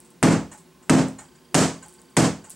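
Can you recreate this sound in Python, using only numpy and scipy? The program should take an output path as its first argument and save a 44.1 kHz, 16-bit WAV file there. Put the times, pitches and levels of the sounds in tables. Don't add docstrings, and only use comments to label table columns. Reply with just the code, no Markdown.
import sys
import numpy as np
from scipy import signal
from scipy.fft import rfft, irfft, next_fast_len
from scipy.io import wavfile
from scipy.ndimage import uniform_filter1d

SR = 44100
rng = np.random.default_rng(int(sys.argv[2]) if len(sys.argv) > 2 else 0)


def waveform_to_disk(signal):
    frames = np.transpose(np.atleast_2d(signal))
    scaled = np.clip(frames, -1, 1) * 32767
    samples = np.round(scaled).astype(np.int16)
    wavfile.write(sys.argv[1], SR, samples)


def linear_from_db(decibels):
    return 10 ** (np.asarray(decibels, float) / 20)


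N = 112455

# (frequency [Hz], likeness [0-1])
BENCH_LIKENESS = [(60, 0.99), (180, 0.75), (550, 0.97), (1650, 0.95), (4970, 0.88), (15000, 0.6)]
AIR_LIKENESS = [(60, 0.64), (180, 0.89), (550, 0.88), (1650, 0.99), (4970, 0.97), (15000, 0.63)]

# (frequency [Hz], density [dB per Hz])
AIR_COLOUR = [(25, -38), (60, -4.5), (100, -17.5), (150, 1), (480, -11.5), (800, -15.5), (9900, -25),
              (16300, -36)]
# (frequency [Hz], width [Hz], level [dB])
HUMS = [(168.6, 12, -3), (250, 33, -5.5), (361.7, 42, -1.5), (478, 20, -10.5), (884, 43, -11),
        (1054, 64, -11.5), (1530, 24, -16.5)]
# (frequency [Hz], level [dB])
WHINE = [(15735, -74)]
AIR_DB, HUM_DB = -56.5, -57.5

# (time [s], frequency [Hz])
MOTOR_PITCH = [(1.25, 1592), (1.53, 1585), (1.85, 1552), (2.14, 1550), (2.5, 1550)]
MOTOR_HARMONICS = [-68, -64.5, -60]
MOTOR_ON_S, MOTOR_STEP_S = 1.2485, 0.013
STEPS_PER_S, STEPS = 29.97, 39

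# (time [s], peak level [dB], frequency [Hz], echo level [dB])
TICKS = [(0.0024, -31, 9450, -23), (0.047, -42.5, 9100, -11.5), (0.1041, -38, 9650, -20),
         (0.5374, -33, 9070, -26), (0.5755, -39.5, 9810, -10.5), (1.0842, -26.5, 8200, -23.5),
         (1.4516, -46, 8800, -24), (1.8613, -35, 9100, -22), (1.8826, -31, 9600, -18),
         (1.925, -38, 8980, -17), (1.939, -36, 9900, -17), (2.0164, -35, 9020, -25),
         (2.041, -53, 9190, -22), (2.0547, -46, 10000, -22), (2.0976, -47, 9300, -13),
         (2.4967, -25.5, 9600, -19), (2.5034, -20.5, 9740, -20.5)]
# (frequency [Hz], density [dB per Hz])
TICK_ECHO = [(3000, -16.5), (6500, -9.5), (8200, 2.5), (11000, -15), (16000, -22)]
TICK_DECAY_PER_CYCLE, TICK_LAG_S = 0.87, 0.00078
TICK_ECHO_RISE_S, TICK_ECHO_T60_S = 0.0026, 0.2

# (time [s], level [dB], hiss level [dB], second landing level [dB])
HOPS = [
    (.511, -44.5, 3.5, -1),
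    (0.821, -64.5, 10.5, -3),
    (1.182, -42, 2.5, -9),
    (1.348, -60, 3, -9),
    (1.822, -44, -0.5, -4),
    (1.987, -56.5, -1, -16),
    (2.437, -50, 5.5, -7.5),
]
# (frequency [Hz], level [dB], t60 [s])
PART_MODES = [(1047, 6, 0.065), (1550, 2.5, 0.071), (1830, -7, 0.15), (2170, -14, 0.14), (2840, -4, 0.074),
              (4150, -7, 0.09), (6080, -14, 0.063), (7000, 8, 0.072), (7760, 5, 0.074), (8200, 1.5, 0.077),
              (8600, 2.5, 0.076), (10200, -7, .06)]
# (frequency [Hz], level [dB], t60 [s])
SECOND_MODES = [(850, 7, .13), (1490, -2, .1)]
# (frequency [Hz], density [dB per Hz])
HOP_HISS = [(300, -9), (850, 0.5), (1600, -5.5), (4800, -20), (7900, 0), (10500, -22.5), (15000, -34)]
SECOND_LAG_S, HOP_RISE_S, HOP_T60_S = 0.03, 0.007, 0.28

# (time [s], strength [dB], boom [dB], rattle [dB], damping factor)
KNOCKS = [
    (.228, -20.5, 5, -3, 1.07),
    (0.8956, -22, 5.5, -2, 1.016),
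    (1.5443, -22, 2, 3.5, 1.064),
    (2.1675, -24, 3.5, 1.5, 1.13),
]
# (frequency [Hz], level [dB], t60 [s])
BOX_MODES = [(122, -11, .3), (143, -9, .33), (166.5, 0.5, .34), (206, -0.5, .39), (243, -10, .27),
             (262.5, -0.5, .36), (302, -3, .33), (333, -11, .25), (392, -13, .3), (436, -17, .3),
             (468, -19, .25), (505, -17, .4), (535, -20, .25), (658, -17, .28)]
# (frequency [Hz], density [dB per Hz])
SHOP_COLOUR = [(70, -10.5), (110, -2), (400, -10), (800, -14.5), (3800, -30), (7900, -26), (10700, -43.5),
               (16300, -68)]
# (frequency [Hz], t60 [s])
SHOP_T60 = [(60, 0.56), (150, 0.32), (500, 0.34), (2000, 0.32), (5000, 0.35), (8000, 0.33), (14000, 0.24)]
# (frequency [Hz], rise [s])
SHOP_RISE = [(60, 0.019), (300, 0.0098), (2000, .003), (12000, 0.0035)]
# (frequency [Hz], density [dB per Hz])
CRACK_COLOUR = [(300, -7), (900, 11), (2500, 8), (5000, -33), (8500, 13.5), (11000, -19), (16000, -36)]
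LET_GO_S = 0.12
BOX_DB, BOX_RISE_S, BOX_SPREAD_DB, BOX_LAG_S = -8, 0.00384, 1.46, 0.005433
SHOP_DB, RUMBLE_CUT_HZ, BOOM_HZ, RATTLE_HZ = -0.5, 87, 470, 3240
BOX_LOW_HZ, BOX_HIGH_HZ, BOX_OWNS_DB = 100, 380, -9
CRACK_DB, CRACK_RISE_S, CRACK_DECAY_S = 21, 0.00038, 0.0011
SHUDDER_DB, SHUDDER_HZ, SHUDDER_LEAD_S = -14, 210, 0.005

# (frequency [Hz], left minus right [dB])
LEAN = [(60, -1), (240, 0), (950, -0.5), (3770, -2), (15000, 0)]
CEILING_DB, SQUEEZE, RECOVER_DB_PER_S, GRAB_S = -8, 0.88, 331, 0.0029
SLOW_SHARE, SLOW_S = 0.17, 0.9
EDGE_HZ = 16300


def read(points, hz):
    f, value = np.transpose(points)
    return np.interp(np.log(hz + 1), np.log(f + 1), value)


def evened(x):
    return x / np.sqrt(np.mean(x ** 2) + 1e-20)


def add(mix, s, sound):
    part = mix[:, max(round(s * SR), 0):][:, :sound.shape[-1]]
    part += sound[..., :part.shape[1]]


def noise(size, colour, likeness):
    hz = np.fft.rfftfreq(size, 1 / SR)
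    mid, side = rfft(rng.standard_normal((2, size)))
    same = np.clip(read(likeness, hz), 0.05, 0.999)
    width = np.sqrt((1 - same) / (1 + same))
    z = np.array([mid + width * side, mid - width * side]) * linear_from_db(read(colour, hz))
    return hz, z / np.sqrt(np.mean(irfft(z, size) ** 2))


def ring(modes, t, rise_s, spread_db, phase):
    hz, db, t60 = np.transpose(modes)[:, :, None]
    level_luck, phase_luck, side_luck = rng.standard_normal((len(modes), 3)).T[:, :, None]
    gain = linear_from_db(db + spread_db * level_luck - 60 * t / np.clip(t60, 0.01, 1.5))
    gain = gain * (1 - np.exp(-(t / rise_s) ** 2))
    start = phase[:len(modes), None] + 0.49 * phase_luck
    channels = []
    for side in (-1, 1):
        swing = np.sin(2 * np.pi * hz * t + start + side * 0.074 * side_luck)
        channels.append((gain * swing).sum(0))
    return np.array(channels)


def air():
    size = next_fast_len(N)
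    hz, z = noise(size, AIR_COLOUR, AIR_LIKENESS)
    flat = noise(size, [(20, 0), (20000, 0)], AIR_LIKENESS)[1]
    bands = sum(linear_from_db(db) / (1 + (2 * (hz - f) / width) ** 4) for f, width, db in HUMS)
    hum = irfft(flat * bands, size)
    t = np.arange(N) / SR
    whine = sum(np.sqrt(2) * linear_from_db(db) * np.sin(2 * np.pi * f * t) for f, db in WHINE)
    return (linear_from_db(AIR_DB) * irfft(z, size) + linear_from_db(HUM_DB) * evened(hum))[:, :N] + whine


def lens_motor():
    t = np.arange(N) / SR
    turns = np.cumsum(np.interp(t, *np.transpose(MOTOR_PITCH))) / SR
    step = (t - MOTOR_ON_S) * STEPS_PER_S
    through = np.clip(step % 1 / STEPS_PER_S / MOTOR_STEP_S, 0, 1)
    gate = np.sin(np.pi * through) ** 0.55 * (step >= 0) * (step < STEPS)
    force = linear_from_db(2.6 * rng.standard_normal((STEPS, 3)))[step.astype(int).clip(0, STEPS - 1)]
    buzz = 0
    for k, db in enumerate(MOTOR_HARMONICS):
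        buzz = buzz + linear_from_db(db) * force[:, k] * np.sin(2 * np.pi * (k + 1) * turns)
    return gate * buzz


def tick(s, db, hz, echo_db):
    t = np.arange(8192) / SR
    decay = t * hz * TICK_DECAY_PER_CYCLE
    snap = np.sin(2 * np.pi * hz * t) * decay * np.exp(1 - decay)
    echo = irfft(noise(len(t), TICK_ECHO, AIR_LIKENESS)[1], len(t))
    echo = echo * linear_from_db(echo_db - 60 * t / TICK_ECHO_T60_S) * (1 - np.exp(-t / TICK_ECHO_RISE_S))
    return s + TICK_LAG_S, linear_from_db(db) * (snap + echo)


def hop(phase, s, db, hiss_db, second_db):
    t = np.arange(16384) / SR
    out = ring(PART_MODES, t, HOP_RISE_S, 2.8, phase)
    add(out, SECOND_LAG_S, linear_from_db(second_db) * ring(SECOND_MODES, t, HOP_RISE_S, 1.8, phase))
    hiss = irfft(noise(len(t), HOP_HISS, BENCH_LIKENESS)[1], len(t))
    hiss = hiss * linear_from_db(hiss_db - 60 * t / HOP_T60_S) * (1 - np.exp(-(t / HOP_RISE_S) ** 2))
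    return s, linear_from_db(db) * (out + hiss)


def shudder(s, db, *_):
    t = np.arange(0, SHUDDER_LEAD_S + 0.00067, 1 / SR)
    swing = np.sin(2 * np.pi * SHUDDER_HZ * t) * np.hanning(len(t))
    return s - SHUDDER_LEAD_S, linear_from_db(db + SHUDDER_DB) * swing


def shop_answer(t, boom_db, rattle_db, damping):
    hz, z = noise(len(t), SHOP_COLOUR, BENCH_LIKENESS)
    boom = boom_db / (1 + (hz / BOOM_HZ) ** 4)
    rattle = rattle_db / (1 + (RATTLE_HZ / (hz + 1)) ** 4)
    z = z * linear_from_db(boom + rattle) / (1 + (RUMBLE_CUT_HZ / (hz + 1)) ** 4)
    z = z * linear_from_db(BOX_OWNS_DB / (1 + (hz / BOX_HIGH_HZ) ** 6 + (BOX_LOW_HZ / (hz + 1)) ** 6))
    octave = np.log2(hz / 60 + 1e-3).clip(0, 8)
    shop = 0
    for k in range(9):
        mid = 60 * 2 ** k
        fade = linear_from_db(-60 * damping * (t - LET_GO_S) / read(SHOP_T60, mid))
        rise = 1 - np.exp(-t / read(SHOP_RISE, mid))
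        band = np.clip(1 - abs(octave - k), 0, 1)
        shop = shop + irfft(z * band, len(t)) * fade * rise
    return linear_from_db(SHOP_DB) * shop


def contact_crack(t):
    burst = irfft(noise(len(t), CRACK_COLOUR, BENCH_LIKENESS)[1], len(t))
    return burst * linear_from_db(CRACK_DB) * np.exp(-t / CRACK_DECAY_S) * (1 - np.exp(-t / CRACK_RISE_S))


def knock(phase, s, db, boom_db, rattle_db, damping):
    t = np.arange(32768) / SR
    out = shop_answer(t, boom_db, rattle_db, damping) + contact_crack(t)
    box = [(f, d + 60 * damping * LET_GO_S / t60, t60 / damping) for f, d, t60 in BOX_MODES]
    add(out, BOX_LAG_S, ring(box, t, BOX_RISE_S, BOX_SPREAD_DB, phase) * linear_from_db(BOX_DB + boom_db))
    return s, linear_from_db(db) * out


def scene():
    mix = air() + lens_motor()
    phase = 2 * np.pi * rng.random(len(BOX_MODES))
    for row in TICKS:
        add(mix, *tick(*row))
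    for row in HOPS:
        add(mix, *hop(phase, *row))
    for row in KNOCKS:
        add(mix, *shudder(*row))
        add(mix, *knock(phase, *row))
    return mix


def top_cut(x):
    return signal.sosfilt(signal.butter(12, 16480, fs=SR, output="sos"), x)


def record(dry):
    lean = read(LEAN, np.fft.rfftfreq(N, 1 / SR)) / 2
    x = irfft(rfft(dry) * linear_from_db(np.array([lean, -lean])), N)
    fall = np.arange(N) * RECOVER_DB_PER_S / SR
    peak_db = 20 * np.log10(abs(x).max(0) + 1e-9)
    held_db = np.maximum.accumulate(peak_db + fall) - fall
    over_db = np.maximum(held_db - CEILING_DB, 0)
    fast_db = SQUEEZE * uniform_filter1d(over_db, int(GRAB_S * SR) + 1)
    keep = np.exp(-1 / (SLOW_S * SR))
    slow_db = SLOW_SHARE * signal.lfilter([1 - keep], [1, -keep], over_db)
    x = x / linear_from_db(fast_db + slow_db)
    x = signal.oaconvolve(x, signal.firwin(255, EDGE_HZ, fs=SR)[None], "same")
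    return top_cut(x)


dry = scene()
out = record(dry)
waveform_to_disk(out)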